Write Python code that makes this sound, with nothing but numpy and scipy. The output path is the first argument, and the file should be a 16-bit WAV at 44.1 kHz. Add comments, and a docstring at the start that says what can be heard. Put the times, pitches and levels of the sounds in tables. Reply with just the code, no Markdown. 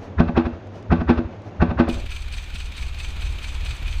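"""A breath of intake air over an engine-room murmur, then a slow two-cylinder boat diesel fires in pairs
up a tall steel stack: each firing is a low thump, a rush of gas and a pressure front that rings the pipe,
and comes back weaker as an echo. Near two seconds the scene changes to aboard a boat under way on a river:
a faster engine throbs through the hull, its valve gear clatters, and water washes past and slaps the hull.
Both places are heard nearly in mono, as from one microphone position."""
import sys
import numpy as np
from scipy import signal
from scipy.fft import rfft, irfft
from scipy.io import wavfile
from scipy.ndimage import uniform_filter1d, minimum_filter1d

SR = 44100
rng = np.random.default_rng(int(sys.argv[2]) if len(sys.argv) > 2 else 0)


def transcribe(u):
    """Save the signal u as a 16-bit wav file named by the first command-line argument.

    u: samples, shape (n,) or (channels, n), limited to [-1, 1]; the rate is SR.
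    q: integer samples, one column per channel.
    """
    v = np.clip(np.atleast_2d(u).T, -1, 1)
    q = np.round(v * 32767).astype(np.int16)
    wavfile.write(sys.argv[1], SR, q)


N = 176400
TIME = np.arange(N) / SR

# At the stack. Noise colours: (frequency [Hz], relative level per Hz [dB])
MURMUR_COLOUR = [(25, -6), (75, -1.5), (100, 15.5), (135, -6), (172, 2.5), (360, -1.5), (600, -3),
                 (980, -12.5), (1400, -18), (2700, -24.5), (5400, -38), (6600, -38), (8000, -58),
                 (15000, -71)]
INTAKE_COLOUR = [(300, -6.5), (600, 5), (1100, -10), (2600, -20.5), (4000, -25.5), (6000, -24.5),
                 (8000, -40.5)]
RASP_COLOUR = [(700, -1.5), (1200, 2), (1540, 6), (1900, -1.5), (2700, -30.5), (4000, -58), (7000, -56.5)]
RUSH_COLOUR = [(300, 1), (390, -2.5), (540, -3.5), (800, -7), (1130, -6.5), (1600, -11.5), (2200, -19),
               (2650, -14.5), (2950, -26.5), (3600, -24), (5000, -35.5), (6500, -47.5), (8000, -58.5),
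               (14000, -82.5)]
BLAST_COLOUR = [(600, 7.5), (1000, 12.5), (1600, -4), (2200, 0.5), (2700, -2), (3600, -6.5), (5000, -13.5),
                (6500, -27.5), (8000, -61)]
TICK_COLOUR = [(1500, 1), (3000, -3), (6500, -9), (10000, -23), (15000, -54)]
# breaths of intake air: (time [s], level [dB])
INTAKES = [(.04, -41.5), (.77, -43), (1.47, -47)]
# firings: (time [s], cylinder [0 or 1], pressure front [dB], gas rush [dB], thump [dB])
FIRINGS = [(0.202, 0, 3, 0.5, 5), (0.376, 1, -1, 2.5, 2.5), (.9255, 0, 2, 1.5, 6.5),
           (1.099, 1, 1.5, 3.5, 6), (1.6242, 0, 0.5, 1, 7), (1.799, 1, 0.5, 3, 1)]
# each cylinder's voice: (thump lead [s], thump pitch [Hz], thump half-length [s], rush rise [s],
# rush fall [s], pop pitch [Hz], rasp level [dB])
CYLINDERS = [(0.013, 78, 0.014, .015, 0.0048, 230, -30), (0.0018, 73, .011, 0.014, 0.012, 310, -34)]
# stack resonances: (frequency [Hz], level for cylinder 0 [dB], level for cylinder 1 [dB], t60 [s])
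STACK_MODES = [(81.8, -23.5, -25.5, 0.49), (171.6, -14.5, -23.5, 0.21), (206, -11, -20, 0.046),
               (240.4, -11, -6, 0.16), (331.8, -18.5, -10, 0.17), (426, -29, -27.5, 0.21),
               (567, -28, -26, 0.23), (674.4, -26.5, -24.5, 0.12), (746, -19.5, -32, 0.065),
               (838, -26, -26.5, 0.075), (902, -34, -36.5, .09), (1145, -26, -51.5, 0.068),
               (1522.3, -28.5, -30.5, .08)]
# exhaust echoes: (delay [s], thump [dB], front delay [s], front [dB], rush [dB], rush half-length [s])
ECHOES = [(0.086, -4, .0915, -11.5, -12, 0.0096), (0.162, -9, .175, -31.5, -36, 0.015)]
# valve ticks between firings: (time [s], level [dB])
TICKS = [(.672, -55), (.756, -56), (0.827, -52.5), (1.42, -56)]

# On the river. Noise colours: (frequency [Hz], relative level per Hz [dB])
RUMBLE_COLOUR = [(12, 7), (22, -26), (30, 0.5), (45, -4), (65, -15), (85, -17.5), (110, -11.5), (200, -34),
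                 (500, -59)]
WASH_COLOUR = [(65, -31), (110, -7), (192, -11), (542, -19.5), (854, -17), (2080, -18.5), (2400, -9.5),
               (2720, -16), (3710, -16.5), (5620, -33), (6230, -29), (7830, -32.5), (10900, -42),
               (13700, -41.5), (15500, -52)]
CLATTER_COLOUR = [(600, -29), (1500, -8), (2150, -14.5), (2450, -12.5), (2900, -3), (3700, -10.5),
                  (5200, -17), (6200, -34), (8000, -45), (15000, -32)]
SIZZLE_COLOUR = [(2500, -31), (4300, 13.5), (5300, -3), (6100, 6), (6900, -3.5), (7800, 4.5), (9200, -1),
                 (10300, -16), (12000, -29), (13700, -29), (15500, -20)]
SLAP_COLOUR = [(60, -44), (130, 7), (250, -12.5), (600, -10.5), (1500, -29), (4000, -48)]
# cycles of the faster engine: (time [s], level [dB])
CYCLES = [(1.8788, -0.5), (2.101, -1), (2.3198, -1.5), (2.539, -1), (2.7624, -1.5), (2.984, -1),
          (3.2038, -2.5), (3.425, -1.5), (3.645, -0.5), (3.864, -2.5)]
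# valve gear contacts: (time in cycle [s], clatter [dB], sizzle [dB], decay [s], chink [Hz], chink [dB])
CONTACTS = [(.007, -47.5, -44, 0.041, 9030, -59), (0.019, -35.5, -62, 0.0094, 3720, -46),
            (0.049, -46, -46, 0.048, 6200, -52), (0.065, -36.5, -60.5, 0.0065, 7650, -51),
            (.106, -73.5, -50, 0.0088, 14400, -64), (.122, -47.5, -45.5, .009, 7500, -57.5),
            (0.185, -39.5, -49, 0.0033, 13300, -62), (0.216, -43, -80, 0.02, 2300, -53)]
# resonances of the engine's metal: (frequency [Hz], relative level [dB], t60 [s])
METAL_MODES = [(2350, -5, .05), (2470, 0, .08), (2565, -3, .07), (3140, -10, .04), (3560, -8, .06),
               (3780, -9, .07), (4310, -15, .07), (6020, -18, .06)]
# harmonics in the hull: (multiple of the firing rate, relative level [dB])
THROB_HARMONICS = [(2, -3), (3, -4.5), (4, -4), (5, -22)]
# course of the hull's bass and of the wash: (time [s], level [dB])
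HULL_LEVEL = [(1.95, -28.5), (2.45, -29), (2.49, -36.5), (2.52, -29.5), (2.7, -29), (2.75, -38),
              (2.83, -23.5), (2.85, -26.5), (3.18, -28), (3.31, -22.5), (3.41, -31), (3.43, -30),
              (3.73, -23.5), (3.76, -37), (3.86, -24), (4.0, -23.5)]
WASH_LEVEL = [(1.9, -45), (2.45, -44), (2.8, -43.5), (3.2, -42), (3.6, -41), (4, -42.5)]
# water striking the hull: (time [s], level [dB])
SLAPS = [(2.045, -37), (2.326, -48), (2.552, -41), (3.17, -40), (3.66, -39), (3.824, -35), (3.99, -67)]

THUMP_DB, POP_DB, RUSH_DB, BLAST_DB, TURBULENCE_DB = -18.5, -17, -21, -29.5, -25
RUSH_LAG_S, RUSH_TAIL_S, RUSH_TAIL_DB = 0.0033, 0.079, -11   # the gas peaks just after the front
FRONT_EDGE_HZ, FRONT_SMEAR_S = 1600, 0.00501
RIVER_START_S, STACK_FADE_S = 1.888, (1.99, 2.08)
CYCLE_S, METAL_DB, THROB_DB, RUMBLE_DB = 0.2205, -48.5, -1.5, -6
CEILING, LIMITER_S, CUTOFF_HZ = 0.97, 0.004, 15500


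def from_db(db):
    """Decibels to gain."""
    return 10 ** (np.asarray(db) / 20)


def rms_one(x):
    """Scale to rms 1."""
    return x / np.sqrt(np.mean(x ** 2) + 1e-20)


def level(rows):
    """Gain over time from (time [s], level [dB]) points."""
    return from_db(np.interp(TIME, *np.transpose(rows)))


def noise(colour):
    """Noise of rms 1 with the given colour, falling away beyond its ends."""
    hz, db = np.transpose(colour)
    f = np.maximum(np.fft.rfftfreq(N, 1 / SR), 1)
    skirts = np.minimum(f / hz[0], 1) ** 2 * np.minimum(hz[-1] / f, 1) ** 2
    shape = skirts * from_db(np.interp(np.log(f), np.log(hz), db))
    return rms_one(irfft(rfft(rng.standard_normal(N)) * shape, N))


def drift(hz):
    """Random wander of rms 1, mostly slower than hz."""
    f = np.fft.rfftfreq(N, 1 / SR)
    return rms_one(irfft(rfft(rng.standard_normal(N)) / (1 + (f / hz) ** 2), N))


def butter(x, order, hz, kind):
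    """Butterworth filter."""
    return signal.sosfilt(signal.butter(order, hz, kind, fs=SR, output="sos"), x)


def ring(drive, hz, t60):
    """One resonance: a unit click starts a decaying sine of height 1."""
    r, w = from_db(-60 / (t60 * SR)), 2 * np.pi * hz / SR
    return signal.lfilter([0, np.sin(w)], [1, -2 * r * np.cos(w), r * r], drive + 1e-18)


def swell(at, width):
    """A smooth swell centred on a moment."""
    return np.exp(-np.minimum(((TIME - at) / width) ** 2, 60))


def burst(at, rise, fall):
    """A swell up to a moment, then an exponential fall."""
    return np.where(TIME < at, swell(at, rise), np.exp(-np.minimum(np.abs(TIME - at) / fall, 60)))


def click(at):
    """One unit click."""
    return signal.unit_impulse(N, int(at * SR))


def pulse(at, hz, width):
    """A short low pressure wave."""
    return swell(at, width) * np.cos(2 * np.pi * hz * (TIME - at))


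def room_murmur():
    """Room tone: the engine room's low, wavering murmur."""
    return from_db(-37.5 + drift(10)) * noise(MURMUR_COLOUR)


def air_intake():
    """Air is drawn in before each pair of firings."""
    return sum(from_db(db) * swell(s, width=0.037) for s, db in INTAKES) * noise(INTAKE_COLOUR)


def exhaust(cylinder):
    """One cylinder's firings at the stack: thump, gas and a pressure front, with echoes in the pipe."""
    lead, thump_hz, width, rise, fall, pop_hz, rasp_db = CYLINDERS[cylinder]
    thumps, pops, fronts, flow, leak, surge = np.zeros((6, N))
    for s, _, front_db, rush_db, thump_db in [row for row in FIRINGS if round(row[1]) == cylinder]:
        peak = s + RUSH_LAG_S
        thumps += from_db(thump_db) * pulse(s - lead, thump_hz, width)
        pops += from_db(front_db) * pulse(s - 0.5 / pop_hz, pop_hz, width=0.0079)   # the front's own pop
        fronts += from_db(front_db) * click(s)
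        leak += from_db(rush_db) * swell(s - 0.014, width=0.0094)   # the valve cracks open
        surge += from_db(rush_db) * burst(peak, rise=0.0072, fall=0.0072)
        tail = from_db(RUSH_TAIL_DB) * burst(peak, rise, RUSH_TAIL_S)
        flow += from_db(rush_db) * np.hypot(burst(peak, rise, fall), tail)
        for delay, echo_thump_db, front_delay, echo_front_db, echo_rush_db, spread in ECHOES:
            thumps += from_db(thump_db + echo_thump_db) * pulse(s - lead + delay, thump_hz, width)
            fronts += from_db(front_db + echo_front_db) * click(s + front_delay)
            flow += from_db(rush_db + echo_rush_db) * swell(s + delay, spread)
    pipe = stack_ring(cylinder, fronts, flow)
    rush = from_db(RUSH_DB + 0.87 * drift(140)) * flow * noise(RUSH_COLOUR)
    rasp = from_db(rasp_db) * leak * noise(RASP_COLOUR)
    blast = from_db(BLAST_DB) * surge * noise(BLAST_COLOUR)
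    polarity = (-1) ** cylinder
    return from_db(THUMP_DB) * polarity * thumps - from_db(POP_DB) * pops + pipe + rush + rasp + blast


def stack_ring(cylinder, fronts, flow):
    """Pressure fronts and turbulent gas ring the steel stack."""
    turbulence = from_db(TURBULENCE_DB) * flow * butter(rng.standard_normal(N), 3, 500, "high")
    pipe = np.zeros(N)
    for hz, *cylinder_db, t60 in STACK_MODES:
        height = hz / STACK_MODES[-1][0]   # higher modes take more turbulence and may start later
        lag = int(FRONT_SMEAR_S * SR * rng.random() * height)
        drive = np.roll(fronts, lag) + turbulence * height
        pipe += from_db(cylinder_db[cylinder]) * ring(drive, hz, t60)
    return butter(pipe, 3, FRONT_EDGE_HZ, "low")


def valve_ticks():
    """The slow engine's valves tick faintly between firings."""
    return sum(from_db(db) * burst(s, rise=0.0019, fall=0.0038) for s, db in TICKS) * noise(TICK_COLOUR)


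def valve_gear():
    """On the river the same contacts come round every cycle; each rings the metal and has its own chink."""
    clatter_power, sizzle_power, chinks = np.zeros((3, N))
    for s, clatter_db, sizzle_db, decay, hz, chink_db in CONTACTS:
        hits = np.zeros(N)
        for start, db in CYCLES:
            hits += from_db(db + 0.5 * rng.standard_normal()) * burst(start + s, rise=0.0045, fall=decay)
        clatter_power += (from_db(clatter_db) * hits) ** 2
        sizzle_power += (from_db(sizzle_db) * hits) ** 2
        chinks += from_db(chink_db) * hits * noise([(hz * 5 / 6, -26), (hz, 0), (hz * 7 / 6, -26)])
    rattle = np.sqrt(clatter_power) * rng.standard_normal(N)
    metal = rms_one(sum(from_db(db) * rms_one(ring(rattle, hz, t60)) for hz, db, t60 in METAL_MODES))
    clatter = np.sqrt(clatter_power) * noise(CLATTER_COLOUR)
    sizzle = np.sqrt(sizzle_power) * noise(SIZZLE_COLOUR)
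    flicker = from_db(0.75 * drift(250))
    return from_db(METAL_DB) * metal + chinks + (clatter + sizzle) * flicker


def hull_throb():
    """Four firings a cycle throb through the hull, over a lumpy rumble."""
    firing_count = 4 * TIME / CYCLE_S
    throb = np.zeros(N)
    for multiple, db in THROB_HARMONICS:
        gain = from_db(db + 0.94 * drift(5.5))
        phase = 2 * np.pi * (round(multiple) * firing_count + rng.random()) + 0.91 * drift(1)
        throb += gain * np.sin(phase)
    rumble = from_db(RUMBLE_DB) * noise(RUMBLE_COLOUR)
    return level(HULL_LEVEL) * (from_db(THROB_DB) * rms_one(throb) + rumble)


def river_wash():
    """Water and wind wash past the boat."""
    return level(WASH_LEVEL) * from_db(1.02 * drift(60)) * noise(WASH_COLOUR)


def hull_slaps():
    """Water slaps the hull in short, dull knocks."""
    return sum(from_db(db) * burst(s, rise=0.006, fall=0.012) for s, db in SLAPS) * noise(SLAP_COLOUR)


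def scene():
    """The river cuts in just before the stack fades; a faint reflection gives both a little width."""
    stack = valve_ticks() + air_intake() + room_murmur() + exhaust(cylinder=0) + exhaust(cylinder=1)
    stack *= np.interp(TIME, STACK_FADE_S, [1, 0])
    river = (hull_slaps() + river_wash() + valve_gear() + hull_throb()) * (TIME >= RIVER_START_S)
    stack_side = from_db(-21) * butter(stack, 1, [600, 2500], "band")
    river_side = from_db(-56) * signal.lfilter([1, -1], [1, -0.9], river)   # bass removed
    reflection = np.pad(stack_side + river_side, (int(0.021 * SR), 0))[:N]   # 21 ms late
    return stack + river + reflection * np.array([[1], [-1]])


def record(dry):
    """Behind the microphone a fast limiter holds the peaks under full scale; the top is cut."""
    size = int(LIMITER_S * SR)
    peaks = np.maximum(np.abs(dry).max(axis=0), CEILING)
    gain = minimum_filter1d(CEILING / peaks, 2 * size)
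    gain = uniform_filter1d(uniform_filter1d(gain, size), size)
    top_cut = signal.ellip(10, 0.05, 60, CUTOFF_HZ, fs=SR, output="sos")
    return signal.sosfiltfilt(top_cut, dry * gain)


dry = scene()
out = record(dry)
transcribe(out)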